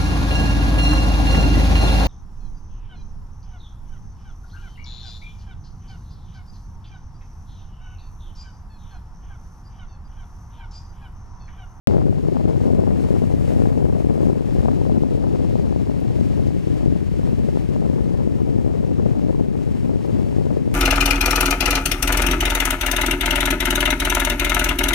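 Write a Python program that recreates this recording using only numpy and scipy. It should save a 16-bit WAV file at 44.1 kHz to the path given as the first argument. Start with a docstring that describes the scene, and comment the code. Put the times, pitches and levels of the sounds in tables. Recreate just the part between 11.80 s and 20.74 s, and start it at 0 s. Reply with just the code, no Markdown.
"""A breeze buffets a stereo microphone on a beach, opening on a click and rumbling throughout.
Eddies flutter and thump on the windward port and a few crack off its rim; the sheltered port only rumbles.
A stereo widener feeds each port to the other side upside down. Behind the wind, small waves break
in the shallows: countless bubbles make the wash and the fizz of foam, and a few drops splash."""
import sys
import numpy as np
from scipy import signal
from scipy.fft import rfft, irfft, next_fast_len
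from scipy.io import wavfile
from scipy.ndimage import uniform_filter1d, minimum_filter1d

SR = 44100
rng = np.random.default_rng(int(sys.argv[2]) if len(sys.argv) > 2 else 0)


def digitize_waveform(pressure):
    """Quantize a signal to 16-bit integers and store it at the path in sys.argv[1].

    Rows of a 2-D input are taken as channels; values are limited to [-1, 1].
    """
    field = np.atleast_2d(pressure).T
    bounded = np.clip(field, -1, 1)
    quanta = np.round(bounded * 32767).astype(np.int16)
    wavfile.write(sys.argv[1], SR, quanta)


N = 394254
TIME = np.arange(N) / SR
START_S = 0.0724   # silence until here

# Levels in the tables are relative: each layer gets its final trim in the functions.
# strength of the breeze, as rumble on the ports: time_s, level_db
BREEZE = [(0.13, -12.5), (0.38, -16), (0.52, -16), (0.68, -15.5), (0.92, -14), (1.1, -14.5), (1.22, -15.5),
          (1.33, -15.5), (1.58, -15), (1.87, -15), (2.15, -16.5), (2.27, -17), (2.37, -16.5), (2.47, -12.5),
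          (2.61, -20.5), (2.8, -13.5), (3.0, -15.5), (3.13, -14.5), (3.27, -18.5), (3.38, -15), (3.6, -16),
          (3.78, -15), (4.17, -18.5), (4.33, -15), (4.62, -14.5), (4.77, -17), (4.84, -21.5), (4.91, -14),
          (4.99, -20), (5.07, -14.3), (5.24, -18.5), (5.45, -16), (5.62, -15.5), (5.85, -19), (5.99, -15.5),
          (6.25, -18), (6.48, -16), (6.58, -17), (6.68, -15.5), (6.82, -17.5), (7.05, -16.5), (7.19, -14.5),
          (7.37, -16.5), (7.49, -17), (7.72, -18), (7.98, -17.5), (8.1, -15), (8.2, -19), (8.37, -14),
          (8.5, -17.5), (8.71, -15.5), (8.82, -18), (8.94, -15.3)]
# pressure spectrum of the turbulence: frequency_hz, level_db
TURBULENCE_EQ = [(15, -35), (25, -22), (50, -2.5), (100, 0.6), (160, -0.2), (235, -2.5), (350, -6.5),
                 (420, -8), (600, -15.5), (850, -26.5), (1200, -37), (1700, -45), (3000, -76)]
# fader for the deepest rumble: time_s, level_db
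DEEP_RUMBLE = [(0.1, -6), (1.4, 2.5), (3.5, 1), (4.7, 3), (5.7, 5), (6.5, 1), (7.9, -1), (8.94, -5)]
# fader for the flutter of small eddies: time_s, level_db
FLUTTER_RIDE = [(0.12, -9), (0.32, -14.5), (0.6, -9.5), (0.95, -11), (1.6, -13.5), (1.8, -11.5), (2.3, -11),
                (2.8, -11.5), (3.2, -12), (3.56, -11.5), (3.78, -14), (4.2, -15), (4.42, -16), (4.8, -16.5),
                (5.05, -13.5), (5.65, -16), (6.05, -12), (6.55, -13), (6.87, -10), (7.2, -14), (7.44, -9),
                (7.75, -14), (8.4, -14), (8.7, -15), (8.94, -14)]
# thumps of the strongest single vortices: centre_s, level_db, pitch_hz
THUMPS = [(0.074, -2, 198), (0.079, 1, 135), (0.085, -6, 125), (0.111, -4, 190), (0.159, -2, 200),
          (0.168, 4, 155), (0.182, -0.5, 200), (0.218, -6, 320), (0.256, 0, 125), (0.296, -0.5, 120),
          (0.486, 1.5, 160), (0.569, -1, 344), (0.598, -4, 200), (0.655, 3, 129), (0.699, -2.5, 230),
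          (0.936, 3, 145), (0.992, 2, 190), (1.067, -9, 220), (1.108, -4, 220), (1.341, 3.5, 155),
          (1.367, -4, 237), (1.42, -1, 190), (1.54, 4, 150), (1.764, 0, 185), (1.802, 0.5, 170),
          (1.821, 2, 205), (1.838, 0.5, 105), (1.856, -3, 190), (1.873, 1, 155), (1.976, 0, 191),
          (2.045, 4, 132), (2.248, 1.5, 155), (2.271, 2, 115), (2.299, 1, 133), (2.307, -1, 222),
          (2.471, 2, 175), (2.5, 2, 180), (2.609, -1, 147), (2.823, -14, 280), (2.858, -0.5, 250),
          (2.884, 1.5, 290), (2.888, -1.5, 310), (3.016, -1, 210), (3.053, -8, 330), (3.098, -1, 230),
          (3.122, 0.5, 95), (3.223, 1.5, 110), (3.236, 0, 225), (3.647, -5.5, 230), (3.756, 0, 221),
          (3.926, -7, 340), (3.962, -1, 205), (4.098, -4, 246), (4.412, 0.5, 153), (4.67, 0.5, 141),
          (4.766, -1.5, 130), (4.873, 0.5, 110), (5.061, 1, 146), (5.082, 2, 120), (5.125, 0, 145),
          (5.773, 0.5, 200), (5.891, -1, 114), (5.963, -4.5, 300), (6.027, -7, 220), (6.066, -2.5, 160),
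          (6.1, 0, 126), (6.208, 0, 138), (6.405, -6, 230), (6.475, 1, 149), (6.693, -0.5, 141),
          (6.763, -0.5, 131), (6.788, -0.5, 121), (6.848, -0.5, 130), (6.864, -2, 200), (6.877, -1, 140),
          (7.268, -2, 110), (7.449, -2.5, 125), (7.508, -1, 151), (7.611, 5, 135), (8.159, 0, 145),
          (8.252, -9, 248), (8.565, 2.5, 125), (8.585, 0, 165), (8.613, -6, 220)]
# vortices tearing off the port's rim: centre_s, level_db
RIM_CRACKS = [(0.111, -21), (0.135, -24), (0.168, -22), (0.182, -24), (0.219, -29), (1.068, -25),
              (1.108, -23), (1.821, -19), (1.857, -20), (2.299, -22), (2.857, -23), (2.886, -20),
              (5.771, -23)]
# tone colour of the wash: frequency_hz, level_db
WASH_EQ = [(300, 3), (900, 3), (1400, -3), (1900, 0.5), (2700, 0.5), (3200, -2), (3550, -4.5), (4400, -5.5),
           (5600, -9.5), (8200, -11.5), (10000, -15), (12700, -17), (15500, -24)]
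# stereo image of the surf: frequency_hz, coherence (0-1), left_lead_rad, left_over_right_db
SURF_IMAGE = [(1720, 0.83, 0.8, 0), (2500, 0.23, 1.57, 2), (3130, 0.1, 2.8, 2), (4020, 0.6, 0.03, 3.5),
              (5660, 1, 1.1, -1), (7000, 0.64, 0.71, 1.5), (8300, 0.3, 1.34, 0.5), (10000, 0.18, 3, 1),
              (13000, 0.3, 3.5, 1.5)]
# small waves spilling in turn: crest_s, level_db, build_s, fade_s, fizz_offset_db
WAVES = [(0.86, -59, .1, 0.14, -5.5), (1.27, -56, 0.11, 0.38, -4.5), (1.73, -56.5, 0.11, 0.15, -3.8),
         (2.2, -62, 0.07, 0.11, -4), (2.445, -59, 0.048, 0.028, -3), (2.84, -58.5, 0.18, 0.14, -5.5),
         (3.7, -63.5, 0.27, .4, -8), (4.55, -58.5, 0.43, 0.79, -8), (4.98, -59.5, .12, 0.07, -9),
         (5.42, -64, 0.053, .15, -6), (5.78, -60, 0.23, 0.26, -5.5), (7.32, -62, 0.15, 0.2, -8.5),
         (7.98, -59.5, 0.2, 0.17, -7), (8.5, -60, 0.3, 0.47, -6.5)]
# fader for the hiss of foam spreading on the sand: time_s, level_db
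FOAM_HISS = [(0.12, 5), (0.25, -5), (0.6, 0.5), (0.82, -3.5), (1.3, -5.5), (1.7, -8), (2.1, -7.5),
             (2.55, -4.5), (2.78, -3.5), (3.05, -1), (3.25, -0.5), (3.5, 0), (3.75, 0.5), (4.2, -3),
             (4.8, -3), (5.2, -5), (5.65, -3.5), (6.3, -4), (6.9, -6), (7.28, -3), (7.7, -6.5), (8.05, -8),
             (8.25, -2.5), (8.5, -5.5), (8.94, -5)]
# drops thrown up near the shore: start_s, level_db, pitch_hz
DROPS = [(4.1994, -45, 10300), (4.6688, -37, 5130), (5.385, -49, 8450), (8.2594, -46, 10500),
         (8.7694, -48, 10000)]


def from_db(db):
    """Decibels to gain."""
    return 10 ** (np.asarray(db) / 20)


def unit_rms(x):
    """Scale to unit power."""
    return x / np.sqrt(np.mean(x ** 2) + 1e-20)


def ride(rows):
    """A fader curve of (time, value) rows at every sample."""
    return np.interp(TIME, *np.transpose(rows))


def at_hz(rows, hz, column=1):
    """Read one column of a table on a log-frequency axis."""
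    columns = np.transpose(rows)
    return np.interp(np.log(hz + 1e-9), np.log(columns[0]), columns[column])


def eq(x, gain_at):
    """Filter by a gain given as a function of frequency."""
    size = next_fast_len(N + SR // 4)
    return irfft(rfft(x, size) * gain_at(np.fft.rfftfreq(size, 1 / SR)), size)[..., :N]


def crossover(x, hz):
    """Smoothly split into lows and highs that add up to the whole."""
    low = eq(x, lambda f: 1 / (1 + (f / hz) ** 4))
    return low, x - low


def drift(rate_hz):
    """Smooth random modulation of rms 1, moving about rate_hz times a second."""
    times = TIME[::10]
    hz = np.fft.rfftfreq(len(times), times[1])
    slow = irfft(rfft(rng.standard_normal(len(times))) / (1 + (hz / rate_hz) ** 2), len(times))
    return np.interp(TIME, times, unit_rms(slow))


def bounded(modulation, limit=1.88):
    """Round off the rare extremes of a random modulation."""
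    return limit * np.tanh(modulation / limit)


def opening_click(decay_s=0.0011):
    """A pressure jump as the sound cuts in, weaker and upside down on the right."""
    jump = (TIME >= START_S) * np.exp(-np.minimum(np.abs(TIME - START_S) / decay_s, 20))
    return from_db(0.5) * np.array([jump, -0.35 * jump])


def eddies(lumpy_db, lumps_per_s, steady_s):
    """Turbulence hits a port in short lumps of pressure around an even mean strength."""
    kicks = rng.standard_normal(N) * from_db(lumpy_db * drift(lumps_per_s))
    pressure = eq(kicks, lambda f: from_db(at_hz(TURBULENCE_EQ, f)))
    power = uniform_filter1d(pressure ** 2, int(steady_s * SR))
    return pressure / np.sqrt(np.abs(power) + 1e-12)


def vortices(rows, trim_db=0):
    """Each passing vortex is one pressure swing of random phase; the smaller, the sharper its slap."""
    out, reach = np.zeros(N), SR // 40
    for (centre_s, level_db, pitch_hz), turn in zip(rows, rng.random(len(rows))):
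        centre = int(centre_s * SR)
        near = slice(max(centre - reach, 0), centre + reach)
        swing = np.exp(2j * np.pi * turn) / (1 - 2j * np.pi * pitch_hz * (TIME[near] - centre_s)) ** 2
        out[near] += from_db(level_db + trim_db) * swing.real * np.hanning(len(swing))
    return out


def flaps(per_s, centre_hz, size_spread, spread_db):
    """A random stream of small vortices; the smaller ones sound higher and weaker."""
    step = 100   # samples between possible hits
    pitch_scatter, level_scatter = bounded(rng.standard_normal((2, N // step)))
    hits = np.flatnonzero(rng.random(N // step) < per_s * step / SR)
    pitch_hz = centre_hz * np.exp(size_spread * pitch_scatter[hits])
    level_db = spread_db * level_scatter[hits] - 20 * np.log10(pitch_hz / centre_hz)
    return vortices(np.transpose([TIME[hits * step], level_db, pitch_hz]))


def wind():
    """Rumble and flutter on the windward port, rumble alone in the lee; gusts lift the flutter most."""
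    gust_db = 0.5 * drift(rate_hz=13)
    breeze_db = ride(BREEZE) + gust_db
    large, small = crossover(eddies(lumpy_db=2.5, lumps_per_s=97, steady_s=0.08), hz=384)
    deep, body = crossover(large, hz=62)
    # the smallest eddies come in the sharpest bursts
    flutter = small * from_db(7.5 + 7.06 * bounded(drift(rate_hz=110)))
    flutter += from_db(13.5) * flaps(per_s=64, centre_hz=198, size_spread=0.2, spread_db=2.5)
    flutter *= from_db(ride(FLUTTER_RIDE) + 0.41 * gust_db)
    windward = from_db(ride(DEEP_RUMBLE)) * deep + body + flutter
    # only the large, slow eddies reach the lee
    lee = eq(eddies(lumpy_db=3.0, lumps_per_s=22, steady_s=0.17), lambda f: 1 / np.hypot(1, f / 115))
    return from_db(breeze_db) * windward, from_db(breeze_db - 7.0) * lee


def thump_ducking(depth, width_s):
    """A gain that dips as each strong vortex sweeps the ordinary eddies off the port."""
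    times = TIME[::10]
    nearest_s = np.abs(times[:, None] - np.array(THUMPS)[:, 0]).min(axis=1)
    return np.interp(TIME, times, 1 - depth * np.exp(-(nearest_s / width_s) ** 2))


def thumps(port_hz):
    """The strongest vortices slap the port, which cannot follow their sharpest edge."""
    dulled, _ = crossover(vortices(THUMPS, trim_db=-1.5), port_hz)
    return dulled


def rim_cracks(pitch_hz):
    """A few vortices tear off the port's rim with a crack."""
    return vortices([(centre_s, level_db, pitch_hz) for centre_s, level_db in RIM_CRACKS], trim_db=4.5)


def widener(ports, crossfeed, cutoff_hz):
    """Subtract a dulled, slightly late share of each port from the other channel."""
    return ports - crossfeed * eq(ports[::-1], lambda f: 1 / (1 + 1j * f / cutoff_hz))


def bubbles(grain_db, pops_per_s, pop_db):
    """Stereo hiss of countless bubbles, the nearer ones popping singly; rms 1."""
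    hiss = rng.standard_normal((2, N)) * from_db(grain_db * drift(rate_hz=21))
    pops = (rng.random((2, N)) < pops_per_s / SR) * rng.laplace(size=(2, N))
    size = next_fast_len(N)
    mid, side = rfft(unit_rms(hiss) + from_db(pop_db) * unit_rms(pops), size)
    hz = np.fft.rfftfreq(size, 1 / SR)
    # a long shore reaches the two sides partly alike, and the left one first
    coherence, lead_rad, left_db = (at_hz(SURF_IMAGE, hz, column) for column in (1, 2, 3))
    mid, side = np.sqrt(1 + coherence) * mid, np.sqrt(1 - coherence) * side
    left = mid + side
    right = (mid - side) * np.exp(-1j * lead_rad) * from_db(-left_db)
    spectrum = np.array([left, right]) * from_db(at_hz(WASH_EQ, hz))
    return unit_rms(irfft(spectrum, size)[:, :N])


def swell(sea_db, sea_fizz_offset_db):
    """Wash and fizz envelopes: each wave builds and fades, adding its power to the steady, far sea."""
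    times = TIME[::100]
    wash_power, fizz_power = from_db(sea_db) ** 2, from_db(sea_db + sea_fizz_offset_db) ** 2
    for crest_s, level_db, build_s, fade_s, fizz_offset_db in WAVES:
        age_s = times - crest_s
        envelope = np.exp(-np.where(age_s < 0, (age_s / build_s) ** 2, age_s / fade_s))
        power = from_db(level_db) ** 2 * envelope
        wash_power += power
        fizz_power += power * from_db(fizz_offset_db) ** 2
    return np.interp(TIME, times, np.sqrt(wash_power)), np.interp(TIME, times, np.sqrt(fizz_power))


def surf():
    """Small breakers: a broad wash, foam hissing above it and the fizz of spray on top."""
    wash_gain, fizz_gain = swell(sea_db=-59, sea_fizz_offset_db=-6.5)
    wash, spray = crossover(bubbles(grain_db=0.8, pops_per_s=700, pop_db=-8.5), hz=3440)
    hiss, fizz = crossover(spray, hz=5500)
    foam = from_db(ride(FOAM_HISS) + 1.5) * hiss
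    return from_db(9.5) * (wash_gain * (wash + foam) + from_db(6.5) * fizz_gain * fizz)


def splashes(decay_s, band_ratio, trim_db):
    """Each drop is a short, high spit of spray."""
    out = np.zeros((2, N))
    for start_s, level_db, pitch_hz in DROPS:
        envelope = (TIME >= start_s) * np.exp(-np.minimum(np.abs(TIME - start_s) / decay_s, 20))
        spray = rng.standard_normal((2, N)) * envelope
        edges_hz = [pitch_hz / band_ratio, pitch_hz * band_ratio]
        band = signal.butter(2, edges_hz, "band", fs=SR, output="sos")
        out += from_db(level_db + trim_db) * signal.sosfilt(band, spray)
    return out


def scene():
    """Wind up front, hitting from the left, with the sea behind it."""
    windward, lee = wind()
    windward *= thump_ducking(depth=0.38, width_s=0.0022)
    windward += thumps(port_hz=1250) + rim_cracks(pitch_hz=500)
    wide_wind = widener(np.array([windward, lee]), crossfeed=0.49, cutoff_hz=1630)
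    return opening_click() + wide_wind + surf() + splashes(decay_s=0.011, band_ratio=1.3, trim_db=-5.0)


def record(dry):
    """A silent lead-in, a fast limiter holding the biggest thumps at full scale, then a steep high cut."""
    window = int(0.005 * SR)   # 5 ms limiter
    needed_gain = 1 / np.maximum(np.abs(dry).max(axis=0), 1)
    gain = uniform_filter1d(minimum_filter1d(needed_gain, window), window)
    high_cut = signal.ellip(10, 0.1, 80, 15800, fs=SR, output="sos")
    return signal.sosfilt(high_cut, dry * gain * (TIME >= START_S))


dry = scene()
out = record(dry)
digitize_waveform(out)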